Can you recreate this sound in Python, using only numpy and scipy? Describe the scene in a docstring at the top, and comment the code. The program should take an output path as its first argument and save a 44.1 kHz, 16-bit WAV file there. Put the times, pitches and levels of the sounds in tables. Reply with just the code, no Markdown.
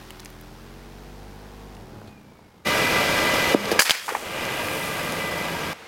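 """A car tyre crushes three filled plastic bottles: they pop, split and spray, then knock as it lets go.
Before that, the car creeps over foil cups on asphalt: foil ticks, the engine picks up, lugs and fades.
The crush is heard close to the roaring, whining engine bay, which the tyre screens as it rolls in.
The recorder's gain control ducks at the bangs and recovers. A brief, quieter idle ends the scene."""
import sys
import numpy as np
from scipy import signal
from scipy.fft import rfft, irfft
from scipy.io import wavfile

SR = 44100
rng = np.random.default_rng(int(sys.argv[2]) if len(sys.argv) > 2 else 0)


def pcm_store(signal):
    """Save signal as 16-bit PCM."""
    levels = np.round(np.clip(np.atleast_2d(signal), -1, 1) * 32767)
    wavfile.write(sys.argv[1], SR, levels.astype(np.int16).T)


N = 258867
TIME_S = np.arange(N) / SR

# Table levels are relative; the functions add their own gains.
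# Engine speed. Each row: time in seconds, firing rate in Hz.
FIRING_RATE = [(0.0, 41.7), (0.35, 41.2), (0.73, 46.2), (1.4, 50.9), (1.67, 50.8), (1.79, 46.0),
               (1.86, 41.0), (1.92, 40.1), (2.0, 33.7), (2.1, 29.6), (2.3, 28.6), (2.65, 24.0)]
# Low exhaust harmonics. Each row: multiple of the firing rate, level in dB.
EXHAUST_HARMONICS = [(1, 14), (2, -4), (3, -3.5), (4, -9), (5, -6), (6, -18), (7, -3), (8, -8), (9, -5.5),
                     (10, -9.5), (11, -11), (12, -17), (13, -12), (14, -18), (15, -10), (16, -13)]
# Exhaust pipe resonances. Each row: frequency in Hz, width in Hz, gain in dB.
EXHAUST_MODES = [(125, 26, 0.5), (216, 16, 0)]
# Rolling and engine noise. Each row: time in seconds, rumble in dB, hiss in dB.
ROLLING_LEVELS = [(0, -52, -50), (.45, -51, -53), (1.6, -48.5, -53.5), (2.07, -43, -56.5),
                  (2.15, -48.5, -59.5), (2.65, -52, -63)]
# Its spectrum. 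Each row: frequency in Hz, density in dB.
ROLLING_SPECTRUM = [(22, -20), (45, -5), (70, 0), (120, -1.5), (180, 3.5), (240, -1.5), (300, -2),
                    (450, -3.5), (580, -7), (800, -7), (1100, -13), (1600, -17), (2600, -23), (5000, -26),
                    (8000, -33.5), (16000, -36)]
# Body and fan drones. Each row: frequency in Hz, level in dB.
BODY_DRONES = [(215, -10), (300, -16), (377, -16.5), (824, -18)]
# Hardest firings. Each row: start in seconds, level in dB, pitch in Hz, width in Hz, t60 in seconds.
LUG_FIRINGS = [(1.9595, -18, 1100, 700, 0.016), (2.2865, -35, 800, 500, .02),
               (2.3215, -36, 800, 500, 0.016)]
# Foil creasing. Each row: start in seconds, level in dB, pitch in Hz, width in Hz, t60 in seconds.
FOIL_CREASES = [(.1056, -30, 2910, 300, 0.013), (.1058, -24, 8000, 9000, .008),
                (.1059, -26, 1800, 1200, .011), (.1968, -26, 1500, 1100, 0.012),
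                (.197, -33, 3700, 1500, .012), (.2018, -29, 6000, 9000, .009),
                (.2019, -30, 2200, 2000, .008), (.2485, -24, 8700, 3000, .0068),
                (.258, -24.5, 4600, 3400, 0.0084), (.2582, -28, 1900, 900, .012),
                (.302, -30, 14900, 2500, .009), (.4115, -30, 13000, 5000, .009)]
# Hum of the slowing engine. Each row: time in seconds, pitch in Hz, level in dB.
SLOWING_HUM = [(1.66, 100, -66), (1.75, 98, -46), (1.81, 102.4, -45), (1.865, 126, -54), (1.93, 120, -51),
               (2.0, 102.8, -48), (2.08, 100, -52), (2.17, 92.6, -69)]
# Whine running down. Each row: time in seconds, pitch in Hz, level in dB.
SLOWING_WHINE = [(1.9, 2520, -77), (2.1, 2500, -62), (2.25, 2350, -69), (2.45, 2190, -69),
                 (2.65, 2090, -77)]
# Grit cracking. Each row: start in seconds, level in dB, pitch in Hz, width in Hz, t60 in seconds.
GRIT_CRACKS = [(1.75, -36, 3200, 3000, 0.017), (1.767, -37, 2000, 1400, .025),
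               (2.074, -39.5, 3670, 1200, 0.073), (3.655, -13, 4600, 1500, 0.018),
               (4.4525, -18, 3800, 4000, 0.0072), (4.5403, -25, 5000, 5000, .006),
               (4.6545, -18, 5000, 5000, 0.0066), (5.1225, -11, 4500, 5000, 0.0066)]
# Fan and engine roar. Each row: frequency in Hz, density in dB.
ROAR_SPECTRUM = [(24, -17), (40, -18.5), (91, -2), (204, -4.5), (320, -2), (433, -2), (831, -4.5),
                 (1210, -4.5), (1440, -7), (1900, -6.5), (2050, -6.5), (2570, -8.5), (4930, -16.5),
                 (8990, -25.5), (11800, -25.5), (16000, -33)]
# Engine bay resonances. Each row: frequency in Hz, width in Hz, gain in dB.
ENGINE_BAY_MODES = [(355, 40, -6), (438, 30, -3.5), (536, 26, 0), (600, 50, -7), (722, 28, -2),
                    (950, 18, -2), (1200, 30, -5), (1365, 18, -9), (1610, 45, -9), (2322, 22, -8),
                    (3136, 18, -6), (3320, 20, -4), (3625, 22, -4), (4912, 35, -4), (5042, 50, -3.5),
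                    (6410, 70, -5), (8300, 150, -7), (9950, 300, -10), (11700, 250, -3), (12200, 200, -5),
                    (13900, 200, -6)]
# Four roar bands, bass to treble. Each row: gain in the open in dB, gain behind the tyre in dB.
ROAR_BAND_GAINS = [(1.5, -4), (-1, -8), (-3.5, -6), (1.5, -7.5)]
# Rotation harmonics. Each row: pitch in Hz, level in dB, swell share 0-1, loss under the car in dB.
WHINE_TONES = [(1200, -24, 0, 0), (1600.5, -22.5, 0, 1), (2000.7, -12, 1, 0), (2400.8, -15.5, .3, 5.5),
               (2801.5, -25, 0, 3)]
# Whine swells behind the tyre. Each row: centre in seconds, level in dB.
SCREENED_SWELLS = [(4.5, -9), (4.86, -4.5), (5.31, 1)]
# Walls folding under the tread. Each row: start in seconds, level in dB, t60 in seconds.
WALL_FOLDS = [(3.5, -24, .2), (3.615, -29, .4), (3.725, -29.5, 0.35), (3.8, -17, 0.34), (4.105, -19, 0.24),
              (4.21, -36, 0.63)]
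# Bottles popping. Each row: start in seconds, level in dB, pitch in Hz.
BOTTLE_POPS = [(3.547, 7, 420), (3.7168, -2, 497), (3.7253, -4.5, 450), (3.7935, 20, 250),
               (3.7955, 19, 653), (3.9078, 10, 190)]
# Air in the first bottle. Each row: frequency in Hz, level in dB, t60 in seconds.
CAVITY_MODES = [(204, -25.5, 0.57), (308, -1.5, 0.018), (442, -29, 0.11), (566, -20, 0.1)]
# Plastic splitting. Each row: start in seconds, snap in dB, pitch in Hz, t60 in seconds, tear in dB.
WALL_SPLITS = [(3.7154, -12, 4500, .002, -20.5), (3.7919, -9, 2000, .004, -12.5),
               (3.7937, 31, 1910, 0.0024, 21.5), (3.806, 27, 1570, .003, 1), (3.821, 23, 1800, .003, 1),
               (3.896, 29.5, 2870, 0.001, 6), (3.9078, 35, 3450, 0.0021, 12),
               (4.091, -17, 3870, .0012, -13)]
# Bottle wall resonances. Each row: frequency in Hz, width in Hz, gain in dB.
WALL_MODES = [(820, 110, 3.5), (1670, 76, 6.5), (2220, 260, 4.5), (3070, 260, 3.5), (3880, 270, -3.5),
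              (4850, 390, 4), (5400, 170, 0), (5960, 1000, -3.5), (8200, 1600, -4.5), (11000, 4400, -8)]
# Split lips singing. Each row: start in seconds, level in dB, pitch in Hz, t60 in seconds.
LIP_SQUEAKS = [(3.805, -8, 11200, .12), (3.925, -18, 4850, .2), (3.93, -15.5, 3290, .45)]
# Drink jets. Each row: start in seconds, level in dB, t60 in seconds, pitch in Hz, gush share 0-1.
DRINK_JETS = [(3.809, 9.5, 0.11, 7500, 0.56), (3.847, 2, 0.44, 1900, 0.65), (3.928, -8, 0.28, 1840, 0.5)]
# Spray hiss. Each row: frequency in Hz, density in dB.
SPRAY_SPECTRUM = [(240, -34), (400, -28), (489, -9), (697, -12), (1960, -8), (3750, -20), (4440, -7),
                  (9040, -20), (11400, -18), (16000, -27)]
# Flat shells springing back. Each row: start in seconds, level in dB, pitch in Hz.
SHELL_KNOCKS = [(4.0808, -2, 1000), (4.0832, -2, 1470), (4.0878, -4, 1950), (4.0905, -3, 1000),
                (4.137, -12, 950), (4.1497, 0.5, 1790), (4.1505, 3.5, 1007), (4.166, -9, 643)]
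# Flat shell resonances. Each row: frequency in Hz, width in Hz, gain in dB.
SHELL_MODES = [(815, 70, 6.5), (1190, 70, 3), (2360, 110, 6.5)]
# Idling engine. Each row: frequency in Hz, density in dB.
IDLE_SPECTRUM = [(35, -63), (60, -11), (338, -7.5), (427, -5.5), (651, -7), (924, -8), (2050, -7.5),
                 (16000, -34.5)]

LUG_START_S, LUG_RISE_S = 1.62, 0.26
ROAR_START_S, ROAR_END_S = 2.647, 5.733
SCREEN_START_S = 3.527   # tyre rolls between bay and microphone
OVERHEAD_START_S, OVERHEAD_RISE_S = 4.57, 0.64   # underbody slides over the microphone


def from_db(db):
    """Decibels to gain."""
    return 10 ** (np.asarray(db) / 20)


def unit_rms(x):
    """Scale to rms 1."""
    return x / np.sqrt(np.mean(x ** 2) + 1e-20)


def curves(rows):
    """Each column after the time, interpolated per sample."""
    times_s, *columns = np.transpose(rows)
    return [np.interp(TIME_S, times_s, column) for column in columns]


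def drift(rate_hz):
    """Random wander, mostly below rate_hz; rms 1."""
    hz = np.arange(N // 2 + 1) * SR / N
    return unit_rms(irfft(rfft(rng.standard_normal(N)) / (1 + (hz / rate_hz) ** 2), N))


def noise(spectrum):
    """Noise of a given spectrum; rms 1."""
    hz = np.maximum(np.arange(N // 2 + 1) * SR / N, 1)
    points_hz, db = np.transpose(spectrum)
    gain = from_db(np.interp(np.log(hz), np.log(points_hz), db))
    return unit_rms(irfft(rfft(rng.standard_normal(N)) * gain, N))


def low_pass(x, edge_hz):
    """Second-order treble cut."""
    return signal.sosfilt(signal.butter(2, edge_hz, fs=SR, output="sos"), x)


def high_pass(x, edge_hz):
    """Second-order bass cut."""
    return signal.sosfilt(signal.butter(2, edge_hz, "high", fs=SR, output="sos"), x)


def muffle(x, edge_hz):
    """Zero-phase treble cut."""
    return signal.sosfiltfilt(signal.butter(2, edge_hz, fs=SR, output="sos"), x)


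def crossover(x, edge_hz):
    """The parts below and above an edge."""
    low = muffle(x, edge_hz)
    return low, x - low


def resonate(x, hz, width_hz):
    """One resonance, peak gain 1."""
    r = np.exp(-np.pi * width_hz / SR)
    feedback = [1, -2 * r * np.cos(2 * np.pi * hz / SR), r * r]
    return signal.lfilter(np.array([1, 0, -1]) * (1 - r * r) / 2, feedback, x)


def add_modes(x, modes):
    """A signal plus the resonances it drives."""
    return x + sum(from_db(db) * resonate(x, hz, width_hz) for hz, width_hz, db in modes)


def ramp(start_s, rise_s):
    """Linear rise from 0 to 1, then hold."""
    return np.clip((TIME_S - start_s) / rise_s, 0, 1)


def decay(start_s, t60_s):
    """Jump to 1, then die away."""
    age_s = TIME_S - start_s
    return (age_s >= 0) * np.exp(-np.log(1000) * np.clip(age_s / t60_s, 0, 10))


def swell(start_s, rise_s, t60_s):
    """Rise to 1, then die away."""
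    past_peak_s = TIME_S - start_s - rise_s
    return ramp(start_s, rise_s) * np.exp(-np.log(1000) * np.clip(past_peak_s / t60_s, 0, 10))


def ring(start_s, hz, t60_s):
    """A struck mode."""
    return decay(start_s, t60_s) * np.sin(2 * np.pi * hz * (TIME_S - start_s))


def grains(per_s, hz, width_hz):
    """Random clicks into one broad resonance; rms 1."""
    clicks = (rng.random(N) < per_s / SR) * rng.standard_normal(N)
    return unit_rms(resonate(clicks + 1e-18, hz, width_hz))


def ticks(rows):
    """Short noise bursts: a ping if narrow, a crackle if wide."""
    white = rng.standard_normal(N)
    bursts = np.zeros(N)
    for start_s, db, hz, width_hz, t60_s in rows:
        burst = resonate(decay(start_s, t60_s) * white + 1e-18, hz, width_hz)
        bursts += from_db(db) * burst / np.std(resonate(white[:SR], hz, width_hz))
    return bursts


def buckles(rows, ring_t60_s, rattle_t60_s, rattle_db=-18):
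    """A wall gives way: hollow thump, rattle in proportion."""
    rattle = from_db(rattle_db) * unit_rms(resonate(rng.standard_normal(N), hz=1400, width_hz=1800))
    return sum(from_db(db) * (ring(start_s, hz, ring_t60_s) + decay(start_s, rattle_t60_s) * rattle)
               for start_s, db, hz in rows)


def under_car(x, echo_db, t60_s):
    """Dense, short reflections between road and underbody."""
    age_s = TIME_S[:SR // 8]
    echoes = rng.standard_normal(len(age_s)) * np.exp(-np.log(1000) * age_s / t60_s) * (age_s > .002)
    return x + from_db(echo_db) * signal.fftconvolve(x, echoes / np.linalg.norm(echoes))[:N]


def exhaust(firing_hz, phase, cruise_hz=46.8, db_per_octave=9.5, waver_db=2, mic_edge_hz=51):
    """Firing harmonics grow with engine speed and boom as they pass the pipe's resonances."""
    harmonics = EXHAUST_HARMONICS + [(order, -17) for order in range(17, 23)]
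    note = sum(from_db(db + waver_db * drift(1)) * np.sin(order * phase + rng.uniform(0, 2 * np.pi))
               for order, db in harmonics)
    piped = add_modes(note, EXHAUST_MODES)
    heard = high_pass(high_pass(piped, mic_edge_hz), mic_edge_hz)
    return np.sqrt(2) * from_db(-53 + db_per_octave * np.log2(firing_hz / cruise_hz)) * heard


def creeping_car(throb_depth=0.19, lug_dip_db=-3, leave_s=2.14, leave_db_per_s=10):
    """Rolling noise throbs twice per firing; exhaust and drones fade as the car moves off."""
    (firing_hz,) = curves(FIRING_RATE)
    rumble_db, hiss_db = curves(ROLLING_LEVELS)
    phase = 2 * np.pi * np.cumsum(firing_hz * (1 + 0.0016 * drift(12))) / SR
    note = exhaust(firing_hz, phase)
    low, high = crossover(noise(ROLLING_SPECTRUM), edge_hz=1060)
    rumble = from_db(rumble_db - 1.5 + lug_dip_db * ramp(LUG_START_S, LUG_RISE_S)) * unit_rms(low)
    hiss = from_db(hiss_db + 1.5) * unit_rms(high)
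    drones = sum(from_db(rumble_db + db + 2 * drift(4.5)) * np.sin(2 * np.pi * hz * TIME_S + drift(2.1))
                 for hz, db in BODY_DRONES)
    fade = from_db(-leave_db_per_s * np.maximum(TIME_S - leave_s, 0))
    throb = 1 + throb_depth * np.sin(2 * phase)
    return fade * (note + np.sqrt(2) * drones) + throb * (rumble + hiss)


def firing_knock(lug_boost_db=19.5, uneven_db=1.5, thud_hz=350, t60_s=0.012):
    """Each firing thuds and rattles at its own strength; the blows stand out once the engine lugs."""
    (firing_hz,) = curves(FIRING_RATE)
    rumble_db, _ = curves(ROLLING_LEVELS)
    level_db = rumble_db - 11 + lug_boost_db * ramp(LUG_START_S, LUG_RISE_S)
    cycles = np.cumsum(firing_hz) / SR
    cycles = cycles - np.interp(LUG_FIRINGS[0][0], TIME_S, cycles) % 1 + 1   # align to hardest firing
    strength_db = uneven_db * np.clip(rng.standard_normal(N), -1, 1)[cycles.astype(int)]
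    age_s = (cycles % 1) / firing_hz
    rattle = unit_rms(resonate(rng.standard_normal(N), hz=600, width_hz=900))
    thud = np.sin(2 * np.pi * thud_hz * age_s)
    blows = from_db(level_db + strength_db) * np.exp(-np.log(1000) * age_s / t60_s) * (rattle + thud)
    return muffle(blows + from_db(-15) * ticks(LUG_FIRINGS), edge_hz=1350)


def foil(gain_db=-8.5):
    """The cups tick as they crease under the tyre."""
    return from_db(gain_db) * ticks(FOIL_CREASES)


def slowing_tones(waver_db=3, rough_rad=0.64):
    """A low hum flares and falls, and a rough, thin whine runs down as the engine slows."""
    hum_hz, hum_db = curves(SLOWING_HUM)
    whine_hz, whine_db = curves(SLOWING_WHINE)
    hum = from_db(hum_db + waver_db * drift(21)) * np.sin(2 * np.pi * np.cumsum(hum_hz) / SR)
    whine_gain = from_db(whine_db + waver_db * drift(40))
    whine_phase = 2 * np.pi * np.cumsum(whine_hz) / SR + rough_rad * drift(60)
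    return np.sqrt(2) * (hum + whine_gain * np.sin(whine_phase))


def grit(gain_db=-9.5):
    """Grains crack under the tyres."""
    return from_db(gain_db) * ticks(GRIT_CRACKS)


def rotor_whine(open_db=3, screened_db=-15.5, swell_s=0.14, waver_db=2):
    """Tones of a spinning part; the strongest comes and goes behind the tyre, upper ones fade."""
    steady = from_db(open_db + ramp(SCREEN_START_S, swell_s) * (screened_db - open_db))
    swells = sum(from_db(db) * np.exp(-((TIME_S - centre_s) / swell_s) ** 2)
                 for centre_s, db in SCREENED_SWELLS)
    swell_db = 20 * np.log10(steady + swells)
    overhead = ramp(OVERHEAD_START_S, OVERHEAD_RISE_S)
    tones = np.zeros(N)
    for hz, db, share, loss_db in WHINE_TONES:
        level_db = db + share * swell_db - loss_db * overhead + waver_db * drift(12)
        tones += from_db(level_db) * np.sin(2 * np.pi * hz * TIME_S + 0.13 * drift(11))
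    return np.sqrt(2) * tones


def engine_bay(whine, gain_db=-21.5, flutter_db=0.58, boom_db=-21, whine_loss_db=3):
    """Fan and engine roar in the bay; the tyre screens the treble most, the underbody booms overhead."""
    screened = ramp(SCREEN_START_S, rise_s=0.31)
    air = under_car(noise(ROAR_SPECTRUM), echo_db=-10, t60_s=0.026)
    air = unit_rms(add_modes(air, ENGINE_BAY_MODES))
    bass, above_bass = crossover(air * from_db(flutter_db * drift(72)), edge_hz=125)
    low_mid, above_low_mid = crossover(above_bass, edge_hz=820)
    mid, treble = crossover(above_low_mid, edge_hz=1180)
    roar = sum(from_db(open_db + screened * (behind_db - open_db)) * band
               for band, (open_db, behind_db) in zip((bass, low_mid, mid, treble), ROAR_BAND_GAINS))
    overhead = ramp(OVERHEAD_START_S, OVERHEAD_RISE_S)
    boom = overhead * from_db(boom_db) * unit_rms(resonate(air, hz=165, width_hz=27))
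    bay = roar + boom + from_db(-whine_loss_db * screened) * whine
    return from_db(gain_db) * ramp(ROAR_START_S, rise_s=0.023) * bay


def crunch(rise_s=0.015):
    """Runs of small, dull folds, smothered by the rubber."""
    folds = muffle(grains(per_s=650, hz=460, width_hz=330), edge_hz=900)
    envelope = sum(from_db(db) * swell(start_s, rise_s, t60_s) for start_s, db, t60_s in WALL_FOLDS)
    return envelope * unit_rms(high_pass(folds, edge_hz=270))


def pops(cavity_db=11.5, bass_edge_hz=200):
    """Full bottles thump; the first pop rings the air inside. A small body radiates little bass."""
    thumps = buckles(BOTTLE_POPS, ring_t60_s=0.0091, rattle_t60_s=0.074)
    first_s = BOTTLE_POPS[0][0]
    cavity = sum(from_db(cavity_db + db) * ring(first_s, hz, t60_s) for hz, db, t60_s in CAVITY_MODES)
    under_tyre = muffle(thumps + cavity, edge_hz=1050)
    return -high_pass(high_pass(under_tyre, bass_edge_hz), bass_edge_hz)


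def cracks(overtone_ratio=1.86, overtone_db=-7.5, tear_t60_s=0.062, grain_db=3.5):
    """A sharp two-mode snap, then the split runs on as a grainy tear coloured by the wall."""
    grainy = rng.standard_normal(N) * from_db(grain_db * drift(2600))
    tear = unit_rms(sum((-1) ** k * from_db(db) * resonate(grainy, hz, width_hz)
                        for k, (hz, width_hz, db) in enumerate(WALL_MODES)))
    splits = np.zeros(N)
    for start_s, snap_db, hz, t60_s, tear_db in WALL_SPLITS:
        overtone = from_db(overtone_db) * ring(start_s, overtone_ratio * hz, t60_s / 2)
        snap = ring(start_s, hz, t60_s) + overtone
        splits += from_db(tear_db) * decay(start_s, tear_t60_s) * tear - from_db(snap_db) * snap
    return high_pass(splits, edge_hz=520)


def squeaks(rise_s=0.029, width_ratio=0.0054):
    """A split lip sings, narrow and unsteady, as drink is forced through."""
    white = rng.standard_normal(N)
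    return sum(from_db(db) * swell(start_s, rise_s, t60_s)
               * unit_rms(resonate(white, hz, width_ratio * hz))
               for start_s, db, hz, t60_s in LIP_SQUEAKS)


def spray(rise_s=0.0082, sputter_db=1, width_ratio=0.88):
    """Drink sputters from the splits, each jet around its own pitch, and dies with the pressure."""
    hiss = unit_rms(under_car(noise(SPRAY_SPECTRUM), echo_db=-13, t60_s=0.042))
    white = rng.standard_normal(N)
    jets = np.zeros(N)
    for start_s, db, t60_s, hz, share in DRINK_JETS:
        gush = unit_rms(resonate(white, hz, width_ratio * hz))
        jet = unit_rms((1 - share) * hiss + share * gush)
        jets += from_db(db) * swell(start_s, rise_s, t60_s) * jet
    return from_db(sputter_db * drift(250)) * jets


def splash(gain_db=-22):
    """Droplets rain on the asphalt."""
    drops = grains(per_s=7000, hz=5000, width_hz=9000)
    return from_db(gain_db) * swell(start_s=3.965, rise_s=0.11, t60_s=0.73) * drops


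def wet_tread(gain_db=-33):
    """The tread peels off the wet road, crackling fainter as it rolls away."""
    crackle = unit_rms(muffle(grains(per_s=700, hz=2600, width_hz=900), edge_hz=3600))
    return from_db(gain_db) * swell(start_s=4.04, rise_s=0.032, t60_s=6.6) * crackle


def creak(gain_db=-13):
    """The flattened walls unfold in small, dull slips."""
    slips = unit_rms(muffle(grains(per_s=3000, hz=1150, width_hz=1700), edge_hz=2700))
    return from_db(gain_db) * swell(start_s=4.078, rise_s=0.012, t60_s=0.35) * slips


def knocks():
    """Flat shells snap back and ring briefly, with no air inside to give bass."""
    hits = buckles(SHELL_KNOCKS, ring_t60_s=0.011, rattle_t60_s=0.056)
    shell = muffle(add_modes(hits, SHELL_MODES), edge_hz=2500)
    return high_pass(shell, edge_hz=560)


def foam(gain_db=-39.5):
    """Tiny bubbles burst as the puddle foams up and settles."""
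    bubbles = grains(per_s=3500, hz=10000, width_hz=8000)
    return from_db(gain_db) * swell(start_s=4.27, rise_s=0.48, t60_s=5.3) * bubbles


def idle(whine, gain_db=-43.5):
    """Quiet, steady engine noise with the whine on top."""
    return from_db(gain_db) * (noise(IDLE_SPECTRUM) + whine)


def gain_control(x, threshold_db=-9.5, release_db_per_s=57, window_s=0.004, lookahead_s=0.0011):
    """Gain drops at once above the threshold and climbs back at a steady rate."""
    pole = np.exp(-1 / (window_s * SR))
    level_db = 10 * np.log10(signal.lfilter([1 - pole], [1, -pole], x[0] ** 2) + 1e-12)
    excess_db = np.maximum(level_db - threshold_db, 0)
    climb_db = release_db_per_s * TIME_S
    cut_db = np.maximum.accumulate(excess_db + climb_db) - climb_db
    return x * from_db(-np.interp(TIME_S + lookahead_s, TIME_S, cut_db))


def scene():
    """Cups, bottles and idle, cut together without a pause; mono."""
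    whine = rotor_whine()
    cups = creeping_car() + firing_knock() + slowing_tones() + foil()
    bottles = engine_bay(whine) + crunch() + pops() + cracks() + spray() + squeaks()
    bottles += knocks() + creak() + splash() + foam() + wet_tread()
    stretches = np.select([TIME_S < ROAR_START_S, TIME_S < ROAR_END_S], [cups, bottles], idle(whine))
    return (stretches + grit())[None]


def record(dry, cutoff_hz=15900):
    """Gain ducks at each bang, the sharpest snaps still clip, the top is cut."""
    top_cut = signal.ellip(10, .1, 90, cutoff_hz, fs=SR, output="sos")
    return signal.sosfilt(top_cut, np.clip(gain_control(dry), -1, 1))


dry = scene()
out = record(dry)
pcm_store(out)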